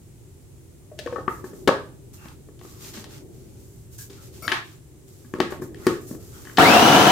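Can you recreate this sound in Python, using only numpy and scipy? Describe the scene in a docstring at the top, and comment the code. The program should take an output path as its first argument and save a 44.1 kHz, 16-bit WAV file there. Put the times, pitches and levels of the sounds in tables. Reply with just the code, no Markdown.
"""Plastic knocks and rattles as a gloved cook presses the lid on a small chopper bowl and fits the motor.
Each knock rings the plastic walls and the air inside. Gloves rub and squeak, and a bit of metal jingles.
Near the end the motor whines up to speed and the blades throw food against the bowl.
A hard-walled kitchen echoes the knocks and jingles, over a faint hiss and a low rumble."""
import sys
import numpy as np
from scipy import signal
from scipy.fft import rfft, irfft
from scipy.io import wavfile
from scipy.ndimage import uniform_filter1d

SR = 44100
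rng = np.random.default_rng(int(sys.argv[2]) if len(sys.argv) > 2 else 0)


def waveform_to_disk(signal):
    """Save audio, clipped to [-1, 1], as 16-bit WAV at the path in sys.argv[1]."""
    frames = np.transpose(np.atleast_2d(signal))
    scaled = np.clip(frames, -1, 1) * 32767
    samples = np.round(scaled).astype(np.int16)
    wavfile.write(sys.argv[1], SR, samples)


N = 313551
T = np.arange(N) / SR

# Each row: start in seconds, level in dB, spot hit, hollow pitch in Hz, extra boom in dB, # hardness in dB,
# base ring time in seconds.
KNOCKS = [(0.915, -47.5, "whole", 620, 15, -12, 0.05), (0.989, -16, "tab", 624, -3, 5.5, 0.038),
          (1.061, -13.5, "tab", 494, 6, -8, 0.028), (1.072, -22, "lid", 497, -8, 2.5, 0.027),
          (1.125, -20, "bowl", 495, 4, -4, 0.047), (1.159, -20.5, "lid", 515, 4.5, -18, 0.047),
          (1.182, -21.5, "whole", 437, -1.5, -31, 0.037), (1.279, -6, "lid", 363, -2.5, -9, 0.02),
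          (1.441, -18.5, "bowl", 368, -3, -13, 0.033), (1.532, -31.5, "bowl", 405, 5, 2, 0.032),
          (1.675, -4, "whole", 393, 0, 7.5, 0.042), (1.689, 0.5, "whole", 529, -0.5, -13, 0.021),
          (2.256, -29, "whole", 218, 1, -1, 0.018), (2.284, -27.5, "edge", 300, 2, 0.5, 0.017),
          (2.487, -36, "bowl", 420, 3.5, -8, 0.029), (2.592, -34.5, "edge", 380, 0, 3, 0.021),
          (2.612, -32.5, "whole", 382, -3, 2, 0.021), (2.649, -36.5, "lid", 337, 11, -2, 0.016),
          (2.846, -26, "edge", 220, 3, 2, 0.019), (2.944, -28, "edge", 360, -5, -4, .047),
          (2.973, -25.5, "edge", 216, 9.5, -7, 0.057), (3.041, -21, "edge", 359, -8, 1, 0.023),
          (4.098, -39, "edge", 391, 16.5, 6, 0.079), (4.479, -7, "rim", 305, -4, 3.5, 0.018),
          (4.518, -6, "rim", 351, -1, 6, 0.033), (5.246, -44.5, "rim", 246, 20, -18, 0.047),
          (5.338, -7, "bowl", 338, -3, -3, 0.016), (5.386, -27.5, "bowl", 365, 11, 5, 0.03),
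          (5.402, -3, "whole", 342, -0.5, 3, 0.022), (5.522, -17.5, "whole", 360, -3, -2, 0.026),
          (5.599, -30.5, "bowl", 272, 11, -6, 0.014), (5.619, -20, "bowl", 358, 3, -16, 0.04),
          (5.745, -19.5, "tab", 380, -6, -4.5, 0.013), (5.867, 1.5, "bowl", 349, 0.5, 6.5, 0.027),
          (5.905, -17, "bowl", 356, 4, -10, 0.03), (6.111, -26.5, "bowl", 216, 11.5, -3, .026),
          (6.149, -27, "bowl", 317, 7, -4, 0.019), (6.451, -37.5, "rim", 280, -3, 5, 0.032),
          (6.471, -25.5, "rim", 252, 1, -21, 0.021), (6.497, -24.5, "rim", 215, 0, -16, 0.015),
          (6.572, -12.5, "rim", 364, 1, 13.5, 0.032), (6.583, -1.5, "whole", 483, -6, -13, 0.03)]
# What each spot sets off. Each row: hollow, wall, lid, rim, crack, snap and left over right, all in dB.
SPOTS = {"bowl": (-8, -23, -20.5, -19.5, -27, -26, 6), "lid": (-11.5, -24, -5.5, -16, -20.5, -39, 13),
         "rim": (-18.5, -21.5, -17.5, -7, -10.5, -30, 7.5),
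         "edge": (-19.5, -21.5, -27, -21.5, -12, -18.5, 6.5), "tab": (-13.5, -28, -46, -17, -15.5, -22, 8),
         "whole": (-7, -8.5, -14.5, -14, -15.5, -25.5, 8.5)}
PART_HZ = [400, 720, 1150, 1700, 3500, 9000]  # where those six parts of a knock sit, hollow to snap
# Tones of the lid and bowl. Each row: pitch in Hz, level in dB, multiple of the base ring time.
PLASTIC_TONES = [(628, -8.5, 1.6), (772, -4.5, 1.1), (907, -3.5, 1.2), (1108.4, 0.5, 1.5), (1247, 1, .9),
                 (1524, -3.5, 1.2), (1714, -1.5, 1.2), (1875, -6.5, 1.1), (2185, -17.5, .7)]
# Tones of the metal part. Each row: pitch in Hz, level in dB, seconds to fade by 60 dB.
METAL_TONES = [(660, 11, 0.044), (1331, 11, 0.087), (2203, 2.5, 0.067), (4690, -4.5, 0.053),
               (5500, 0, 0.03), (7000, -7.5, 0.096), (9400, -2, 0.16), (10760, -16, 0.12),
               (12900, -9.5, 0.0713), (14000, -5, 0.052), (16100, -6, .03)]
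# Each row: start in seconds, shaking time in seconds, level in dB, treble tilt in dB per octave.
JINGLES = [(4.422, 0.1, -36, 2), (6.101, 0.089, -64.5, -17)]
# Tones of the motor's shaft and contacts. Each row: multiple of its pitch, width in Hz, level in dB.
MOTOR_TONES = [(1 / 12, 40, -10), (1, 170, 0), (2, 350, -9)]
# Tones the food rings in the bowl. Each row: pitch in Hz, width in Hz, level in dB.
BOWL_TONES = [(265, 156, 4.5), (488, 170, 1), (703, 18, -7), (906, 125, 6.5), (1364, 38, -7.5),
              (1656, 76, -5)]
# Sliding strokes. Each row: start, length and time to grip in seconds, then fizz, swish and scrape in dB.
RUBS = [(0.977, 0.26, .01, -68, -54, -70), (1.282, 0.14, 0.024, -51.5, -66.5, -63.5),
        (1.437, 0.096, .01, -53.5, -60, -74.5), (1.527, 0.14, 0.023, -55.5, -67, -65.5),
        (2.126, 0.062, 0.016, -49.5, -59, -58.5), (2.142, 0.19, 0.13, -55, -58, -49.5),
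        (2.583, 0.29, 0.086, -53.5, -57.5, -63), (2.77, 0.16, 0.09, -44, -45.5, -54.5),
        (2.928, .11, 0.018, -47.5, -43.5, -53), (3.068, .14, 0.069, -52.5, -50, -57.5),
        (3.3, 0.36, 0.053, -63.5, -67, -76), (3.584, 0.28, .02, -59.5, -73, -77),
        (3.899, 0.076, 0.051, -47.5, -58.5, -66.5), (3.976, 0.094, 0.011, -42, -54.5, -65.5),
        (4.098, 0.12, 0.0046, -58, -55, -61), (4.187, 0.12, .05, -52.5, -56, -64),
        (4.306, 0.19, 0.048, -53.5, -55.5, -66), (4.416, 0.077, 0.036, -50.5, -48, -56.5),
        (4.48, .04, .01, -55, -44.5, -40.5), (4.516, 0.091, 0.0091, -53.5, -40.5, -30),
        (4.617, 0.16, .05, -59, -58, -58), (5.073, 0.28, 0.007, -59, -67.5, -74),
        (5.499, 0.077, .01, -50.5, -57, -43), (5.612, 0.066, .01, -48, -62, -51),
        (5.724, 0.27, 0.17, -50, -53.5, -48), (5.994, 0.099, .03, -51, -70, -75),
        (6.057, 0.12, 0.03, -45.5, -60, -64), (6.18, 1, 0.041, -54, -62.5, -66),
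        (6.304, 0.54, .06, -54.5, -60, -57)]
# Each row: start, length and time to grip in seconds, pitch in Hz, level in dB.
SQUEAKS = [(2.16, 0.16, 0.031, 2700, -58.5), (2.619, 0.22, .03, 1170, -60),
           (3.975, 0.076, .02, 1620, -52.5), (4.168, 0.083, 0.018, 1330, -58),
           (5.843, 0.028, .01, 1900, -44), (4.522, .1, .01, 1810, -33.5), (6.317, .09, 0.02, 1400, -53.5),
           (6.33, .07, .03, 3220, -59), (6.454, 0.088, .01, 3060, -57.5)]
# The kitchen's echo. Each row: frequency in Hz, seconds to fade by 60 dB.
ECHO_TIMES = [(150, 0.23), (400, 0.37), (1000, 0.34), (2000, 0.35), (4000, 0.36), (8000, 0.31),
              (14000, 0.26)]
# The counter being handled. Each row: time in seconds, deep rumble in dB, boxy rumble in dB.
RUMBLE_LEVELS = [(0.0, -50.5, -56.5), (0.82, -51.5, -55.5), (1.18, -46.5, -49.5), (1.75, -48.5, -44),
                 (1.88, -48, -51.5), (2.28, -50, -54.5), (3.23, -50, -47), (3.68, -49.5, -52.5),
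                 (3.9, -48, -56), (4.47, -49, -47.5), (4.82, -52, -56.5), (5.31, -51.5, -52.5),
                 (5.47, -46.5, -44.5), (6.09, -47, -44.5), (6.31, -47, -49.5), (6.55, -48.5, -48)]
# The tone colour of each noise. Each row: frequency in Hz, relative level in dB.
CHOP_COLOUR = [(24, -43), (40, -24), (130, -8.5), (268, -6.5), (611, -8), (728, 3), (867, -10.5),
               (1330, -5), (1880, -12.5), (2950, -11), (3270, -11.5), (3520, -12.5), (9570, -26),
               (13900, -27), (15800, -27.5)]
RUBBER_COLOUR = [(1300, -9), (2200, -5), (3600, -3), (7000, 1), (10000, -5.5), (14500, -2), (16500, -22)]
SCRAPE_COLOUR = [(410, -59), (700, -23), (834, -6), (911, -11), (1300, -6), (2600, -22), (3380, -57),
                 (5720, -120)]
HISS_COLOUR = [(290, -34.5), (500, -7.5), (805, -7), (891, -8), (1730, -12.5), (2090, -11.5), (2280, -12.5),
               (4900, -14), (7560, -7.5), (15800, -16)]
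RUMBLE_COLOUR = [(12, -48), (20, -22.5), (37, -9), (133, 0), (172, -9.5), (201, -10.5), (268, -11),
                 (335, -8.5), (393, -7), (426, -16), (900, -36), (1170, -58), (1980, -120)]
# How alike left and right are. Each row: frequency in Hz, likeness (1 is the same, 0 is unrelated).
NOISE_LIKENESS = [(60, 0.51), (180, 0.9), (550, 0.34), (1650, 0.067), (4970, -0.031), (15000, 0.064)]
CHOP_LIKENESS = [(60, 0.58), (180, 0.96), (550, 0.76), (1650, 0.21), (4970, 0.065), (15000, 0.02)]
ECHO_LIKENESS = [(150, 0.81), (500, 1), (1200, 0.16), (4000, .05)]
# Which way the chopping leans. Each row: frequency in Hz, left over right in dB.
CHOP_LEAN = [(60, -5), (180, 1), (550, 3), (1650, 5.5), (4970, 1), (15000, 2.5)]

MOTOR_START_S, SPIN_UP_S, START_HZ, TOP_HZ = 6.582, 0.0873, 810, 3020
CHOP_DB, WHINE_DB, STRAIN_DB = -15, -24.5, 10
LET_GO_S, EASE_DB = 0.04, -4.5


def knock(parts_db, hollow_hz, ring_s, pan_db):
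    """The contact clicks and rattles, the air booms, the walls ring. Gives left, right and room feed."""
    luck = rng.standard_normal(8000)
    t, hz = np.arange(len(luck)) / SR, np.fft.rfftfreq(len(luck), 1 / SR)
    shape = list(zip(PART_HZ, parts_db))
    boom = np.sin(2 * np.pi * hollow_hz * t) + gain_of(-7) * np.sin(2 * np.pi * .7 * hollow_hz * t)
    hollow = gain_of(parts_db[0] + 5.5 - 60 * t / (1.51 * ring_s)) * boom * fade_in(t, 0.002)
    detune = 1 + .018 * luck  # no two knocks ring quite alike
    walls = sum(gain_of(db + value_at(shape, f) - 60 * t / (stretch * ring_s))
                * np.sin(2 * np.pi * f * detune[k] * t + 2 * np.pi * luck[-k])
                for k, (f, db, stretch) in enumerate(PLASTIC_TONES)) * fade_in(t, 0.0009) ** 2
    band = hz ** 2 / (hz ** 2 + 220 ** 2) / (1 + (hz / 11000) ** 2)
    colour = gain_of(value_at(shape, hz)) / np.sqrt(hz / 1000 + .2) * band
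    rattle = irfft(rfft(luck) * colour)
    rattle *= gain_of(8.5 - 60 * t / (1.42 * ring_s)) * fade_in(t, 0.00018) ** 2
    click = irfft(1j * colour * np.exp(-2j * np.pi * hz * 0.002)) * (t < .006)  # a pulse 2 ms in
    sides_db = np.array([[.5], [-.5]]) * pan_db
    near = gain_of(sides_db) * (walls + rattle + gain_of(14) * click) + gain_of(.4 * sides_db) * hollow
    far = gain_of(-2.5) * hollow + walls + gain_of(29.5) * click  # the sharp click carries furthest
    return np.vstack([near, far])


def plastic_knocks():
    """Where a knock lands decides what sounds; a harder one has more crack and snap."""
    out = np.zeros((3, N))
    for start, db, spot, hollow_hz, boom_db, hard_db, ring_s in KNOCKS:
        hollow_db, *body_db, crack_db, snap_db, pan_db = SPOTS[spot]
        parts_db = [hollow_db + boom_db, *body_db, crack_db + hard_db, snap_db + hard_db]
        add(out, start, gain_of(db) * knock(parts_db, hollow_hz, ring_s, pan_db))
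    return out


def chopper():
    """Blades throw a hail of food that rings the bowl; the motor whines louder while gaining speed."""
    start = round(MOTOR_START_S * SR)
    t = T[:N - start]
    strain = np.exp(-t / SPIN_UP_S)
    hz = TOP_HZ - (TOP_HZ - START_HZ) * strain
    hail = grains(len(t), per_s=2500, spread_db=3.5, wash=0.74)
    buzz = rng.standard_normal((2, len(t)))
    whine = sum(gain_of(db) * noisy_tone(buzz, k * hz, width) for k, width, db in MOTOR_TONES)
    wall = coloured(hail, CHOP_COLOUR, CHOP_LIKENESS, lean=CHOP_LEAN)
    rings = sum(gain_of(db) * evened(resonate(wall, f, width)) for f, width, db in BOWL_TONES)
    lumps = evened(uniform_filter1d(rng.standard_normal(len(t)), 900))  # food comes round unevenly
    big_pieces = grains(len(t), per_s=70, spread_db=3, wash=0)[0]
    thuds = noisy_tone(big_pieces, hz=300, width_hz=210)
    food = gain_of(CHOP_DB + 0.63 * lumps) * (wall + gain_of(-13) * rings + gain_of(-12.5) * thuds)
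    motor = gain_of(WHINE_DB + STRAIN_DB * strain) * whine
    out = np.zeros((2, N))
    out[:, start:] = fade_in(t, 0.0014) * (food + motor)
    return out


def stroke(length, grip_s):
    """The pressure of a sliding finger or part: it grips, eases and lets go."""
    t = np.arange(0, length + LET_GO_S, 1 / SR)
    rise = np.sin(np.pi / 2 * np.minimum(t / grip_s, 1)) ** 2
    release = np.clip((length + LET_GO_S - t) / (2 * LET_GO_S), 0, 1)
    return rise * gain_of(EASE_DB * t / length) * release


def rubbing():
    """Rubber slips in tiny jerks that fizz and swish; the bowl wall adds a duller scrape."""
    slips = grains(N, per_s=900, spread_db=5.3, wash=1.9)
    fizz = coloured(slips, RUBBER_COLOUR, NOISE_LIKENESS, lo_hz=5670)
    swish = coloured(slips, RUBBER_COLOUR, NOISE_LIKENESS, hi_hz=5460)
    scrape = coloured(grains(N, per_s=450, spread_db=3, wash=0.98), SCRAPE_COLOUR, NOISE_LIKENESS)
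    power = np.zeros((3, N))
    for start, length, grip_s, *db in RUBS:
        add(power, start, (gain_of(db)[:, None] * stroke(length, grip_s)) ** 2)
    return sum(gain * layer for gain, layer in zip(np.sqrt(power), (fizz, swish, scrape)))


def squeaks():
    """Rubber sticks and chatters around one pitch."""
    out = np.zeros((2, N))
    for start, length, grip_s, hz, db in SQUEAKS:
        press = stroke(length, grip_s)
        tone = noisy_tone(rng.standard_normal((2, SR // 2)), hz, width_hz=200)
        add(out, start, gain_of(db) * press * tone[:, -len(press):])
    return out


def metal_jingles():
    """A small metal part on the left rings as it is shaken. Gives left, right and room feed."""
    out, t = np.zeros((3, N)), T[:12000]
    for start, length, db, tilt_db in JINGLES:
        ring = sum(gain_of(tone_db + tilt_db * np.log2(f / 1290) - 60 * t / fade_s)
                   * np.sin(2 * np.pi * f * t) for f, tone_db, fade_s in METAL_TONES)
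        shaking = rng.standard_normal(len(t)) * np.exp(-(t / length) ** 2) / np.sqrt(length * SR)
        add(out, start, gain_of([[db + 4], [db - 4], [db - 8]]) * signal.fftconvolve(shaking, ring))
    return out


def kitchen_echo(sound):
    """Hard walls send back many echoes; each frequency band fades at its own speed."""
    echoes = np.zeros((2, SR // 2))
    slots = np.arange(400, SR // 2 - 20, 20)
    arrivals = slots + rng.integers(0, 20, (2, len(slots)))
    np.put_along_axis(echoes, arrivals, rng.choice([-1., 1.], arrivals.shape), 1)
    hz, t, bands = signal.stft(echoes, SR, nperseg=256)
    alike = value_at(ECHO_LIKENESS, hz)[:, None]
    bands[1] = alike * bands[0] + np.sqrt(1 - alike ** 2) * bands[1]
    fade = gain_of(-60 * t / value_at(ECHO_TIMES, hz)[:, None])
    tail = signal.istft(bands * fade, SR, nperseg=256)[1]
    return signal.fftconvolve(sound[None], tail / np.linalg.norm(tail[0]), axes=1)[:, :N]


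def hiss_and_rumble():
    """Faint hiss, with a deep and a boxy rumble that swell as the counter is handled."""
    times, *levels = np.transpose(RUMBLE_LEVELS)
    deep_db, boxy_db = [np.interp(T, times, db) for db in levels]
    hiss, deep, boxy = rng.standard_normal((3, 2, N))
    return (gain_of(-60) * coloured(hiss, HISS_COLOUR, NOISE_LIKENESS)
            + gain_of(deep_db + 2.5) * coloured(deep, RUMBLE_COLOUR, NOISE_LIKENESS, hi_hz=190)
            + gain_of(boxy_db) * coloured(boxy, RUMBLE_COLOUR, NOISE_LIKENESS, lo_hz=192.4))


def gain_of(db):
    return 10 ** (np.asarray(db) / 20)


def fade_in(t, rise_s):
    return 1 - np.exp(-t / rise_s)


def evened(x):
    """Scales a sound to an average power of 1."""
    return x / np.sqrt(np.mean(x ** 2) + 1e-20)


def value_at(points, hz):
    """Reads between the rows of a frequency table."""
    f, value = np.transpose(points)
    return np.interp(np.log(hz + 1), np.log(f + 1), value)


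def add(mix, start_s, sound):
    part = mix[..., round(start_s * SR):][..., :sound.shape[-1]]
    part += sound[..., :part.shape[-1]]


def resonate(x, hz, width_hz):
    """Keeps what lies near a pitch: shifts that pitch to zero, smooths, and shifts back."""
    turn = np.exp(2j * np.pi * np.cumsum(hz * np.ones(x.shape[-1])) / SR)
    decay = np.exp(-np.pi * width_hz / SR)
    return 2 * (turn * signal.lfilter([1 - decay], [1, -decay], x / turn)).real


def noisy_tone(noise, hz, width_hz):
    """Two resonances in a row narrow noise to a rough tone."""
    return evened(resonate(resonate(noise, hz, width_hz), hz, width_hz))


def coloured(pair, colour, likeness, lo_hz=0, hi_hz=SR, lean=((1, 0), (2, 0))):
    """Turns two unrelated noises into a left-right pair of given colour, likeness and balance."""
    hz = np.fft.rfftfreq(pair.shape[1], 1 / SR)
    a, b = rfft(pair)
    alike, side = value_at(likeness, hz), gain_of(value_at(lean, hz) / 2)
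    stereo = np.array([a * side, (alike * a + np.sqrt(1 - alike ** 2) * b) / side])
    band = 1 / (1 + (lo_hz / (hz + 1)) ** 4) / (1 + (hz / hi_hz) ** 4)
    return evened(irfft(stereo * gain_of(value_at(colour, hz)) * band, pair.shape[1]))


def grains(size, per_s, spread_db, wash):
    """Scattered clicks, a few of them large, over a wash of smooth noise."""
    strength = gain_of(spread_db * np.minimum(rng.exponential(1, (2, size)), 4))
    clicks = strength * (rng.random((2, size)) < per_s / SR) * rng.choice([-1., 1.], (2, size))
    return evened(clicks) + wash * rng.standard_normal((2, size))


def scene():
    """Mixes all the sources; only knocks and jingles feed the echo."""
    hits = plastic_knocks() + metal_jingles()
    near, echo = hits[:2], gain_of(-3) * kitchen_echo(hits[2])
    return near + echo + rubbing() + squeaks() + hiss_and_rumble() + chopper()


def record(dry):
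    """A small microphone drops the deepest bass, softly squashes peaks and cuts the highest treble."""
    thin = signal.sosfilt(signal.butter(2, 42, "high", fs=SR, output="sos"), dry)
    squashed = 1.122 * np.tanh(thin / 1.028)
    treble_cut = signal.firwin(1023, 15900, window=("kaiser", 9), fs=SR)
    return signal.oaconvolve(squashed, treble_cut[None], "same")


dry = scene()
out = record(dry)
waveform_to_disk(out)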